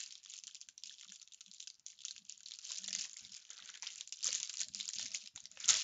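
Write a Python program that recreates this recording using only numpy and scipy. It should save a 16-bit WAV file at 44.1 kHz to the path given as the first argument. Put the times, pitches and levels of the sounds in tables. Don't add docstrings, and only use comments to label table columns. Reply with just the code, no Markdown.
import sys
import numpy as np
from scipy import signal
from scipy.fft import rfft, irfft, next_fast_len
from scipy.io import wavfile
from scipy.ndimage import uniform_filter1d, minimum_filter1d, map_coordinates

SR = 44100
rng = np.random.default_rng(int(sys.argv[2]) if len(sys.argv) > 2 else 0)


def amp(db):
    return 10 ** (np.asarray(db, float) / 20)


def write(x):
    x = np.atleast_2d(x).T
    wavfile.write(sys.argv[1], SR, np.round(np.clip(x, -1, 1) * 32767).astype(np.int16))


N = 257367

# [f/Hz, density/dB per Hz]
AIR_COLOUR = [(15, -15.5), (60, 3), (200, -4), (500, -7), (1500, -2), (7000, -7.5)]
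# [t/s, peak level/dB, crease pitch f/Hz]
CREASES = [(0.0043, -28.5, 7060), (0.0116, -34.5, 4130), (0.0308, -33.5, 6800), (0.0354, -37.5, 6720),
           (0.0619, -35.0, 5000), (0.0766, -41.0, 6370), (0.1082, -37.0, 3700), (0.1241, -37.0, 6030),
           (0.1544, -33.5, 3270), (0.2326, -46.0, 5860), (0.2395, -42.5, 6630), (0.2494, -40.5, 6200),
           (0.2607, -38.0, 3270), (0.2926, -45.0, 3530), (0.2998, -36.5, 6800), (0.3071, -41.0, 6890),
           (0.3174, -42.0, 6120), (0.3219, -41.5, 3620), (0.3382, -30.0, 3620), (0.3588, -39.5, 3010),
           (0.3662, -40.5, 6890), (0.3786, -38.0, 6370), (0.3886, -36.5, 6370), (0.399, -42.0, 5680),
           (0.4376, -33.0, 6030), (0.4707, -33.5, 6550), (0.4783, -32.0, 3360), (0.5114, -44.0, 3010),
           (0.5472, -34.0, 3360), (0.5542, -36.0, 5600), (0.5675, -42.0, 3270), (0.6077, -43.0, 5680),
           (0.6141, -33.0, 5510), (0.6879, -34.5, 6890), (0.7793, -37.0, 6030), (0.8003, -49.5, 6120),
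           (0.8241, -52.0, 3190), (0.8366, -28.0, 3880), (0.8584, -36.5, 5250), (0.8722, -37.0, 6720),
           (0.8962, -35.5, 3530), (0.9394, -43.5, 5940), (0.9842, -44.5, 3620), (0.9897, -45.5, 3700),
           (0.9968, -42.5, 3270), (1.0117, -37.0, 3190), (1.0282, -44.5, 3450), (1.0329, -42.0, 3190),
           (1.0466, -40.5, 5510), (1.0792, -47.5, 6550), (1.0849, -43.0, 3530), (1.0939, -41.0, 3790),
           (1.1007, -42.5, 3100), (1.1219, -36.0, 5860), (1.1595, -39.0, 7060), (1.1984, -43.0, 4130),
           (1.216, -39.5, 3790), (1.2198, -40.5, 5860),
           (1.2282, -39.5, 5770), (1.2763, -42.0, 3450), (1.3222, -42.0, 3620), (1.3364, -40.5, 6720),
           (1.3453, -38.5, 6800), (1.4083, -37.5, 3790), (1.4121, -37.0, 6890), (1.4628, -41.0, 3700),
           (1.4815, -46.0, 3530), (1.5146, -37.0, 4740), (1.5323, -48.5, 5080), (1.5374, -41.0, 6290),
           (1.546, -40.5, 7060), (1.5833, -48.0, 3880), (1.6035, -30.5, 3700), (1.6268, -34.5, 3530),
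           (1.6399, -40.5, 3620), (1.6738, -32.5, 3270), (1.6782, -36.0, 4740), (1.7022, -36.0, 4390),
           (1.7435, -49.0, 5430), (1.7529, -51.5, 4570), (1.7968, -48.0, 6290), (1.8646, -30.0, 6460),
           (1.8836, -40.0, 6550), (1.9028, -40.0, 6460), (1.9205, -43.5, 4740), (1.9902, -42.0, 3190),
           (2.0066, -41.0, 3530), (2.0183, -40.5, 3790), (2.0371, -41.5, 3270), (2.0515, -24.0, 6200),
           (2.0591, -37.5, 5680), (2.0836, -29.0, 3620), (2.11, -29.0, 4130), (2.1637, -38.0, 2840),
           (2.1801, -38.5, 3530), (2.1854, -44.5, 7060), (2.2211, -52.5, 4130), (2.2516, -44.5, 6370),
           (2.2963, -31.5, 6890), (2.3238, -34.5, 5600), (2.3782, -42.0, 6800), (2.4061, -41.0, 6720),
           (2.4329, -41.5, 6200), (2.4613, -34.5, 3960), (2.4654, -39.0, 3880), (2.4742, -40.5, 3530),
           (2.4859, -35.0, 6890), (2.5104, -36.5, 4220), (2.5196, -31.5, 3700), (2.538, -33.0, 4310),
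           (2.5497, -42.5, 4570), (2.5886, -32.5, 6290), (2.6158, -43.0, 5080), (2.6461, -39.5, 6120),
           (2.6521, -36.0, 6120), (2.6721, -37.5, 6800),
           (2.7056, -31.5, 3960), (2.719, -25.5, 6550), (2.7341, -37.0, 4740), (2.746, -36.5, 6200),
           (2.7624, -34.5, 3360), (2.7835, -28.0, 6630), (2.8197, -42.0, 6720), (2.8431, -29.0, 3700),
           (2.8473, -35.0, 5250), (2.8611, -35.0, 5680), (2.8797, -28.0, 6980), (2.8841, -28.5, 3530),
           (2.8951, -32.5, 6290), (2.9072, -31.5, 5430), (2.9124, -37.5, 2410), (2.9301, -24.5, 5430),
           (2.9371, -33.5, 5080), (2.951, -20.0, 6980), (2.9622, -29.5, 5170), (2.9903, -28.0, 5250),
           (2.9953, -31.0, 4910), (3.0114, -26.5, 5250), (3.0183, -29.5, 6980), (3.0402, -32.0, 5000),
           (3.0553, -33.5, 6290), (3.096, -36.0, 6200), (3.1132, -40.5, 6980), (3.1328, -36.0, 7150),
           (3.1419, -38.5, 5680), (3.1697, -33.5, 6720), (3.1758, -39.5, 5170), (3.1869, -37.5, 6980),
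           (3.1925, -38.5, 5940), (3.2081, -42.0, 6200), (3.2502, -38.0, 3960), (3.2948, -42.5, 3190),
           (3.3209, -37.5, 5250), (3.3252, -42.0, 5600), (3.3337, -41.0, 2930), (3.3429, -36.5, 4910),
           (3.3495, -37.5, 2930), (3.3624, -40.5, 5080), (3.3667, -34.5, 6800), (3.4519, -41.5, 2930),
           (3.4932, -44.5, 3360), (3.5047, -34.0, 6630), (3.512, -38.0, 3360), (3.5325, -38.5, 3790),
           (3.5693, -44.0, 4390), (3.579, -36.0, 3360), (3.5866, -40.5, 5080), (3.6022, -39.5, 3700),
           (3.6244, -37.0, 3450), (3.6592, -36.5, 6890), (3.676, -38.5, 3450), (3.6904, -36.0, 3530),
           (3.742, -38.0, 3100), (3.7511, -40.0, 3270),
           (3.7555, -37.0, 3190), (3.7747, -38.0, 3620), (3.7989, -50.0, 5680), (3.8242, -29.5, 6120),
           (3.8301, -32.5, 6630), (3.8727, -27.0, 5080), (3.9046, -36.5, 3190), (3.9099, -37.0, 6460),
           (3.9178, -39.5, 6800), (3.9229, -40.0, 6550), (3.9354, -42.0, 6720), (3.9586, -33.0, 6720),
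           (3.9797, -40.0, 6800), (3.9838, -37.0, 6720), (4.0102, -26.5, 3360), (4.076, -34.0, 6200),
           (4.093, -41.5, 6980), (4.1247, -27.5, 5860), (4.132, -39.5, 6030), (4.1398, -39.5, 6800),
           (4.1596, -42.0, 7060), (4.1716, -40.0, 6370), (4.1903, -41.5, 5340), (4.2073, -40.0, 2670),
           (4.2291, -29.5, 5600), (4.2357, -28.0, 4910), (4.2445, -20.5, 6800), (4.2549, -24.0, 6980),
           (4.269, -19.0, 6200), (4.2786, -22.0, 6120), (4.3063, -28.5, 4650), (4.329, -24.0, 6980),
           (4.3452, -27.5, 5080), (4.3504, -21.5, 6890), (4.3568, -25.0, 6550), (4.3771, -31.0, 6550),
           (4.3808, -34.0, 6890), (4.4019, -24.5, 6800), (4.4153, -36.0, 6800), (4.4306, -23.5, 6120),
           (4.437, -33.5, 5680), (4.4564, -35.0, 5000), (4.4752, -34.5, 5170), (4.4958, -28.5, 5340),
           (4.5005, -36.0, 6120), (4.5308, -34.0, 5770), (4.5402, -28.5, 6980), (4.5561, -38.5, 6370),
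           (4.5714, -28.5, 4910), (4.5832, -31.5, 5600), (4.5931, -31.0, 5940), (4.6039, -26.0, 5430),
           (4.6082, -24.0, 6980), (4.6153, -19.0, 6980), (4.6329, -28.5, 4740), (4.6445, -37.5, 4740),
           (4.6854, -30.5, 6720), (4.7378, -40.5, 5340),
           (4.7482, -22.5, 5000), (4.7596, -33.0, 6980), (4.7705, -35.0, 5600), (4.8016, -28.5, 3530),
           (4.8095, -25.5, 3620), (4.8292, -32.5, 3190), (4.8559, -29.5, 7060), (4.88, -28.5, 4650),
           (4.8897, -23.5, 6890), (4.9091, -38.0, 5000), (4.9351, -25.5, 6030), (4.95, -32.5, 6980),
           (4.9576, -29.5, 6890), (4.9619, -34.5, 3360), (4.9857, -25.5, 5170), (4.9954, -26.0, 5000),
           (5.012, -32.0, 6890), (5.0282, -27.0, 5860), (5.0477, -34.0, 5510), (5.0577, -31.5, 4740),
           (5.0624, -29.5, 6030), (5.0829, -39.0, 6890), (5.1067, -39.0, 5430), (5.1178, -34.5, 5080),
           (5.1427, -30.5, 6720), (5.1471, -23.5, 6890), (5.1566, -28.5, 5510), (5.1637, -33.5, 6030),
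           (5.1735, -34.0, 6550), (5.239, -42.0, 4570), (5.243, -46.5, 5770), (5.2601, -38.5, 3620),
           (5.2746, -34.5, 4740), (5.3543, -48.0, 6550), (5.3607, -31.0, 6800), (5.377, -36.0, 3790),
           (5.4041, -37.0, 6800), (5.4406, -43.0, 6200), (5.4563, -33.0, 5430), (5.5155, -38.5, 6800),
           (5.5732, -39.0, 2500), (5.603, -32.0, 7060), (5.6107, -35.5, 5170), (5.6438, -27.5, 3100),
           (5.6577, -26.5, 6800), (5.6799, -24.5, 6550), (5.6848, -17.5, 6720), (5.6903, -13.0, 6800),
           (5.6963, -13.5, 6890), (5.7007, -15.0, 6800), (5.706, -12.5, 6550), (5.7312, -21.0, 3620),
           (5.7419, -17.0, 5940), (5.7527, -20.5, 3270), (5.7692, -23.0, 4650), (5.8034, -26.0, 6980),
           (5.8089, -29.0, 6120), (5.8185, -30.5, 3450)]
# [t/s, peak level/dB]
STRAYS = [(.1796, -44), (1.326, -46), (1.6001, -39), (2.0104, -44), (2.4584, -41), (2.6939, -38),
          (2.6983, -35), (2.7581, -33), (2.7752, -35), (2.8351, -39), (3.024, -32), (3.044, -32),
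          (3.7014, -37), (3.8692, -29), (4.2634, -27), (4.2754, -26), (4.4495, -35), (4.498, -29),
          (4.5961, -31)]
# [peak t/s, rustle level/dB, rise/s, fall/s]
SQUEEZES = [(0.0, -51, .1, .22), (.34, -54, .15, .08), (0.52, -62, .15, .2), (0.844, -56, .015, .2),
            (0.92, -61, 0.11, .07), (1.12, -60.5, .25, .16), (1.328, -65, .02, .12), (1.499, -65, .15, .35),
            (1.89, -57, .04, .08), (2.06, -60, .11, .16), (2.169, -63, .1, .04), (2.307, -58, .07, .17),
            (2.54, -61.5, .13, .2), (2.721, -49, .18, .22), (2.99, -45, .14, .135), (3.24, -56, .12, .085),
            (3.368, -59.5, .15, .2), (3.51, -59, .05, .12), (3.681, -58, .3, .2), (3.836, -49, .02, .2),
            (4.02, -57.5, .2, .045), (4.28, -45, .11, .28), (4.62, -49, .11, .07), (4.768, -50.5, .05, .32),
            (5.02, -46, .09, .15), (5.17, -51.5, .14, .09), (5.27, -62.5, .2, .02), (5.38, -57.5, .03, .1),
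            (5.65, -48, .13, 0.12), (5.7, -34, .035, .2)]
# [f/Hz, density/dB per Hz]
FILM_COLOUR = [(900, -54.5), (1800, -26), (2600, -8.5), (3500, -5), (5700, -1.5), (6900, 1), (7700, 0.5),
               (8700, -29)]
# [f/Hz, density/dB per Hz]
BAG_AIR_COLOUR = [(150, -33), (400, -16), (800, -15), (1400, -4), (2300, 1), (3500, -14.5)]
# [t/s, boom level/dB against the rustle]
FULLNESS = [(0, -19), (.9, -26.5), (1.05, -21.5), (1.5, -28), (2.2, -27.5), (2.7, -19), (3.4, -14),
            (3.7, -6.5), (4.1, -22.5), (4.3, -14.5), (4.9, -20.5), (5.4, -19), (5.6, -10), (5.72, -11),
            (5.84, -16)]
# [f/Hz, t60/s]
ROOM_DECAY = [(500, 0.13), (7000, 0.19)]
# [t/s, level/dB, pitch f/Hz]
POCKETS = [(0.261, -62.5, 1190), (0.479, -61.5, 1200), (0.495, -64, 1460), (0.688, -60, 1570),
           (0.91, -59.5, 1640), (1.013, -59, 2130), (1.033, -55.5, 1330), (1.053, -60, 1270),
           (1.12, -55.5, 1590), (1.222, -73, 1630), (1.277, -71, 2220), (1.41, -64, 1400),
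           (1.675, -63.5, 1480), (1.932, -62.5, 2070), (2.048, -60, 1376), (2.11, -61, 1480),
           (2.163, -62, 1630), (2.408, -65, 1470), (2.511, -57.5, 2070), (2.528, -63, 2200),
           (2.707, -49, 1050), (2.836, -59, 1880), (2.884, -46, 640), (2.911, -51, 1900),
           (2.951, -43.5, 2050), (3.051, -50.5, 1940), (3.167, -54, 2020), (3.506, -56, 1400),
           (3.523, -58, 1590), (3.595, -53, 1370), (3.695, -50, 1420), (3.758, -57, 1500),
           (3.833, -45, 970), (4.007, -56.5, 2320), (4.258, -49.5, 1230), (4.289, -39.5, 540),
           (4.346, -58, 1980), (4.432, -60, 2180), (4.497, -58, 1700), (4.608, -41.5, 2380),
           (4.799, -44, 2230), (4.902, -55, 1900), (4.996, -46, 825), (5.062, -48.5, 2210),
           (5.148, -43.5, 2300), (5.26, -62, 2170), (5.274, -77, 2090), (5.362, -52.5, 520),
           (5.377, -52.5, 840), (5.456, -59.5, 2040), (5.574, -46, 562), (5.692, -40, 2200),
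           (5.741, -52, 2110)]
# [middle t/s, first mode level/dB, second mode level/dB, thud level/dB, half length/s]
SLIDES = [(0.456, -82, -100, -105, 0.037), (0.687, -81.5, -110, -97, 0.038),
          (0.892, -86, -110, -110, 0.076), (1.106, -76.5, -110, -104, 0.051), (1.491, -76, -91, -89, 0.022),
          (1.967, -92, -110, -93, 0.048), (2.206, -76, -108, -89, 0.075), (2.296, -93, -104, -97, 0.062),
          (2.48, -89.5, -108, -102, 0.19), (2.825, -100, -78.5, -106, 0.2), (2.943, -65.5, -87, -89, 0.16),
          (3.274, -78, -100, -82.5, 0.08), (3.63, -77, -99, -84, 0.023), (3.696, -79.5, -104, -100, 0.063),
          (3.936, -107, -112, -99, 0.12), (4.32, -80.5, -93, -85, 0.11), (4.627, -97, -76.5, -99, 0.059),
          (4.733, -69.5, -104, -85, 0.15), (4.992, -68, -90, -88, 0.042), (5.085, -72.5, -73, -80.5, 0.12),
          (5.244, -74, -80, -102, 0.021), (5.363, -82, -86, -81.5, 0.03), (5.595, -80.5, -85, -86.5, 0.2),
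          (5.719, -88, -61.5, -76.5, 0.073)]
# [f/Hz, width/Hz]
TABLE_MODES = [
    (197, 29),
    (632, 75),
]
# [f/Hz, density/dB per Hz]
THUD_COLOUR = [(15, -48), (45, -10.5), (100, -5.5), (260, -5), (400, -32), (800, -100)]
# [t/s, level/dB]
SLIPS = [
    (2.9976, -73),
    (3.227, -75),
    (4.2616, -71),
    (4.3363, -83),
    (4.6244, -73),
    (4.875, -71),
    (5.283, -82),
    (5.6056, -84),
]
# [f/Hz, density/dB per Hz]
SLIP_COLOUR = [(5000, -60), (8500, -8), (10000, 0), (15500, -16)]
# [f/Hz, gain/dB]
BAND_EDGE = [(6900, 3), (7350, 1), (7750, -22.5), (8000, -37), (8400, -67)]
# [f/Hz, gain/dB]
IMAGE_BAND = [(7800, -51), (8000, 16.5), (8500, -16), (8900, -28), (9250, -43), (9900, -97)]

STILL_DB = -108


def unit(x):
    return x / np.sqrt(np.mean(x ** 2) + 1e-20)


def along(points, hz):
    f, value = np.transpose(points)
    return np.interp(np.log(hz + 1), np.log(f + 1), value)


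def wobble(rate):
    knots = rng.standard_normal(int(N * rate / SR) + 4)
    return map_coordinates(knots, [np.arange(N) * rate / SR])


def filtered(x, response):
    m = next_fast_len(N + SR // 2)
    hz = np.fft.rfftfreq(m, 1 / SR)
    return irfft(rfft(x, m) * response(hz), m)[..., :N]


def coloured(x, points):
    return filtered(x, lambda hz: amp(along(points, hz)))


def swells(s, db, rise_s, fall_s, rest_db, shape):
    since = np.arange(0, N, 32)[:, None] / SR - s
    away = np.maximum(-since / np.abs(rise_s), since / np.abs(fall_s))
    power = amp(2 * (db - 20 * away ** shape)).sum(1)
    level_db = 10 * np.log10(power + amp(2 * rest_db))
    return np.repeat(level_db, repeats=32)[:N]


def cracks(spectrum, pitch_hz, t60, spread, peak_db, size=512):
    t, hz = np.arange(size) / SR, np.fft.rfftfreq(size, 1 / SR)
    shape = t / t60[:, None] * amp(-60 * t / t60[:, None])
    distance = np.log((hz + 1) / pitch_hz[:, None]) / spread
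    lift = peak_db * np.exp(-.5 * distance ** 2)
    noise = rng.standard_normal(shape.shape) * shape
    burst = irfft(rfft(noise) * amp(along(spectrum, hz) + lift), size)
    return burst / np.abs(burst).max(1, keepdims=True)


def placed(s, bursts):
    size = bursts.shape[1]
    since = (np.arange(size) + size // 4) % size - size // 4
    peak = np.abs(bursts).argmax(1)[:, None] % size
    at = np.round(s * SR).astype(int)[:, None] - peak + since
    return np.bincount(np.clip(at, 0, N).ravel(), bursts.ravel(), N + 1)[:N]


def still_air():
    return amp(-86.5) * unit(coloured(rng.standard_normal(N), AIR_COLOUR))


def creases():
    stray = np.c_[STRAYS, 3000 * 2.3 ** rng.random(len(STRAYS))]
    return np.concatenate([CREASES, stray]).T


def effort(s, db):
    squeeze_db = swells(*np.transpose(SQUEEZES), rest_db=-86, shape=1.3)
    after_db = swells(s, db - 19, 1 / SR, .02, STILL_DB, shape=1)
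    return 10 * np.log10(amp(2 * (squeeze_db - 1)) + amp(2 * after_db))


def snaps(s, db, pitch_hz):
    hard = np.maximum(db + 19, 0)
    t60 = .002 * amp(1.5 * rng.standard_normal(len(s)) + hard)
    bursts = cracks(FILM_COLOUR, pitch_hz, t60, spread=0.14, peak_db=12 + 0.56 * hard[:, None])
    return placed(s, amp(db - 2)[:, None] * bursts)


def grains(effort_db, count=4200):
    density = amp(.4 * effort_db)
    when, pitch, rank = rng.random((count, 3)).T
    s = np.interp(when, np.cumsum(density) / density.sum(), np.arange(N) / SR)
    t60 = np.full(count, .0028)
    bursts = cracks(FILM_COLOUR, 2500 * 3 ** pitch, t60, spread=.18, peak_db=14, size=256)
    sizes = amp(-3 * np.log(rank + .05))
    clumps = amp(2.2 * wobble(45))
    rustle = clumps * placed(s, sizes[:, None] * bursts) / np.sqrt(density)
    return amp(effort_db - 2.5) * unit(rustle)


def hollow(film, effort_db):
    quick, slow = uniform_filter1d(film ** 2, size=150), uniform_filter1d(film ** 2, size=4000)
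    jolts = np.abs(quick / (np.abs(slow) + 1e-12)) ** 0.087
    z = signal.stft(jolts * rng.standard_normal(N), nperseg=512)[2]
    field = uniform_filter1d(rng.standard_normal(z.shape), size=4, axis=0)
    field = uniform_filter1d(field, size=8, axis=1)
    patchy = signal.istft(z * amp(3.37 * unit(field)), nperseg=512)[1][:N]
    boom_db = np.interp(np.arange(N) / SR, *np.transpose(FULLNESS))
    return amp(effort_db + boom_db) * unit(coloured(patchy, BAG_AIR_COLOUR))


def room(x, count=40):
    wet, step = np.zeros(N + SR), N // count + 1
    for k in range(count):
        hz, t, z = signal.stft(rng.standard_normal(SR // 4), SR, nperseg=128)
        decay = amp(-60 * t / along(ROOM_DECAY, hz)[:, None])
        tail = signal.istft(z * decay, SR, nperseg=128)[1]
        echo = signal.fftconvolve(x[k * step:(k + 1) * step], tail / np.linalg.norm(tail))
        wet[k * step + 60:][:len(echo)] += echo
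    return wet[:N]


def pockets():
    s, db, pitch_hz = np.transpose(POCKETS)
    t60 = np.full(len(s), 0.015)
    bursts = cracks(BAG_AIR_COLOUR, pitch_hz, t60, spread=0.14, peak_db=14.5, size=1024)
    return placed(s, amp(db + 1.0)[:, None] * bursts)


def table():
    s, *peak_db, half_s = np.transpose(SLIDES)
    *mode_db, thud_db = [swells(s, db, half_s, half_s, STILL_DB, shape=2.73) for db in peak_db]
    thud = amp(6.5 * wobble(35)) * coloured(rng.standard_normal(N), THUD_COLOUR)
    hum = amp(thud_db + 8.0) * unit(thud)
    for db, (c, w) in zip(mode_db, TABLE_MODES):
        rub = amp(5 * wobble(30)) * rng.standard_normal(N)
        mode = filtered(rub, lambda f: (1j * f * w / (c * c - f * f + 1j * f * w)) ** 2)
        hum = hum + amp(db - 2.5) * unit(mode)
    return hum


def slips():
    s, db = np.transpose(SLIPS)
    chance = rng.standard_normal(N)
    rare = chance * (np.abs(chance) > 3.1)
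    sparkle = amp(swells(s, db + 4, .15, .15, -74, shape=1)) * rare
    ticks = np.bincount(np.round(s * SR).astype(int), amp(db + 29), N)
    return coloured(ticks + sparkle, SLIP_COLOUR)


def scene():
    s, db, pitch_hz = creases()
    effort_db = effort(s, db)
    film = snaps(s, db, pitch_hz) + grains(effort_db)
    bag = film + hollow(film, effort_db) + pockets()
    air = still_air()
    return (bag + amp(-12) * room(bag) + table() + air)[None]


def roll_off(x):
    return signal.sosfilt(signal.butter(12, 15700, fs=SR, output="sos"), x)


def record(dry):
    ceiling, inner_hz = .23, 16000
    narrow = coloured(dry, BAND_EDGE)
    needed = ceiling / np.maximum(np.abs(narrow), ceiling)
    narrow = narrow * uniform_filter1d(minimum_filter1d(needed, size=180), size=90)
    carrier = 2 * np.cos(2 * np.pi * inner_hz * np.arange(N) / SR)
    mirror = coloured(narrow * carrier, IMAGE_BAND)
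    converter_noise = slips() + amp(-99) * rng.standard_normal(dry.shape)
    return roll_off(narrow + mirror + converter_noise)


dry = scene()
out = record(dry)
write(out)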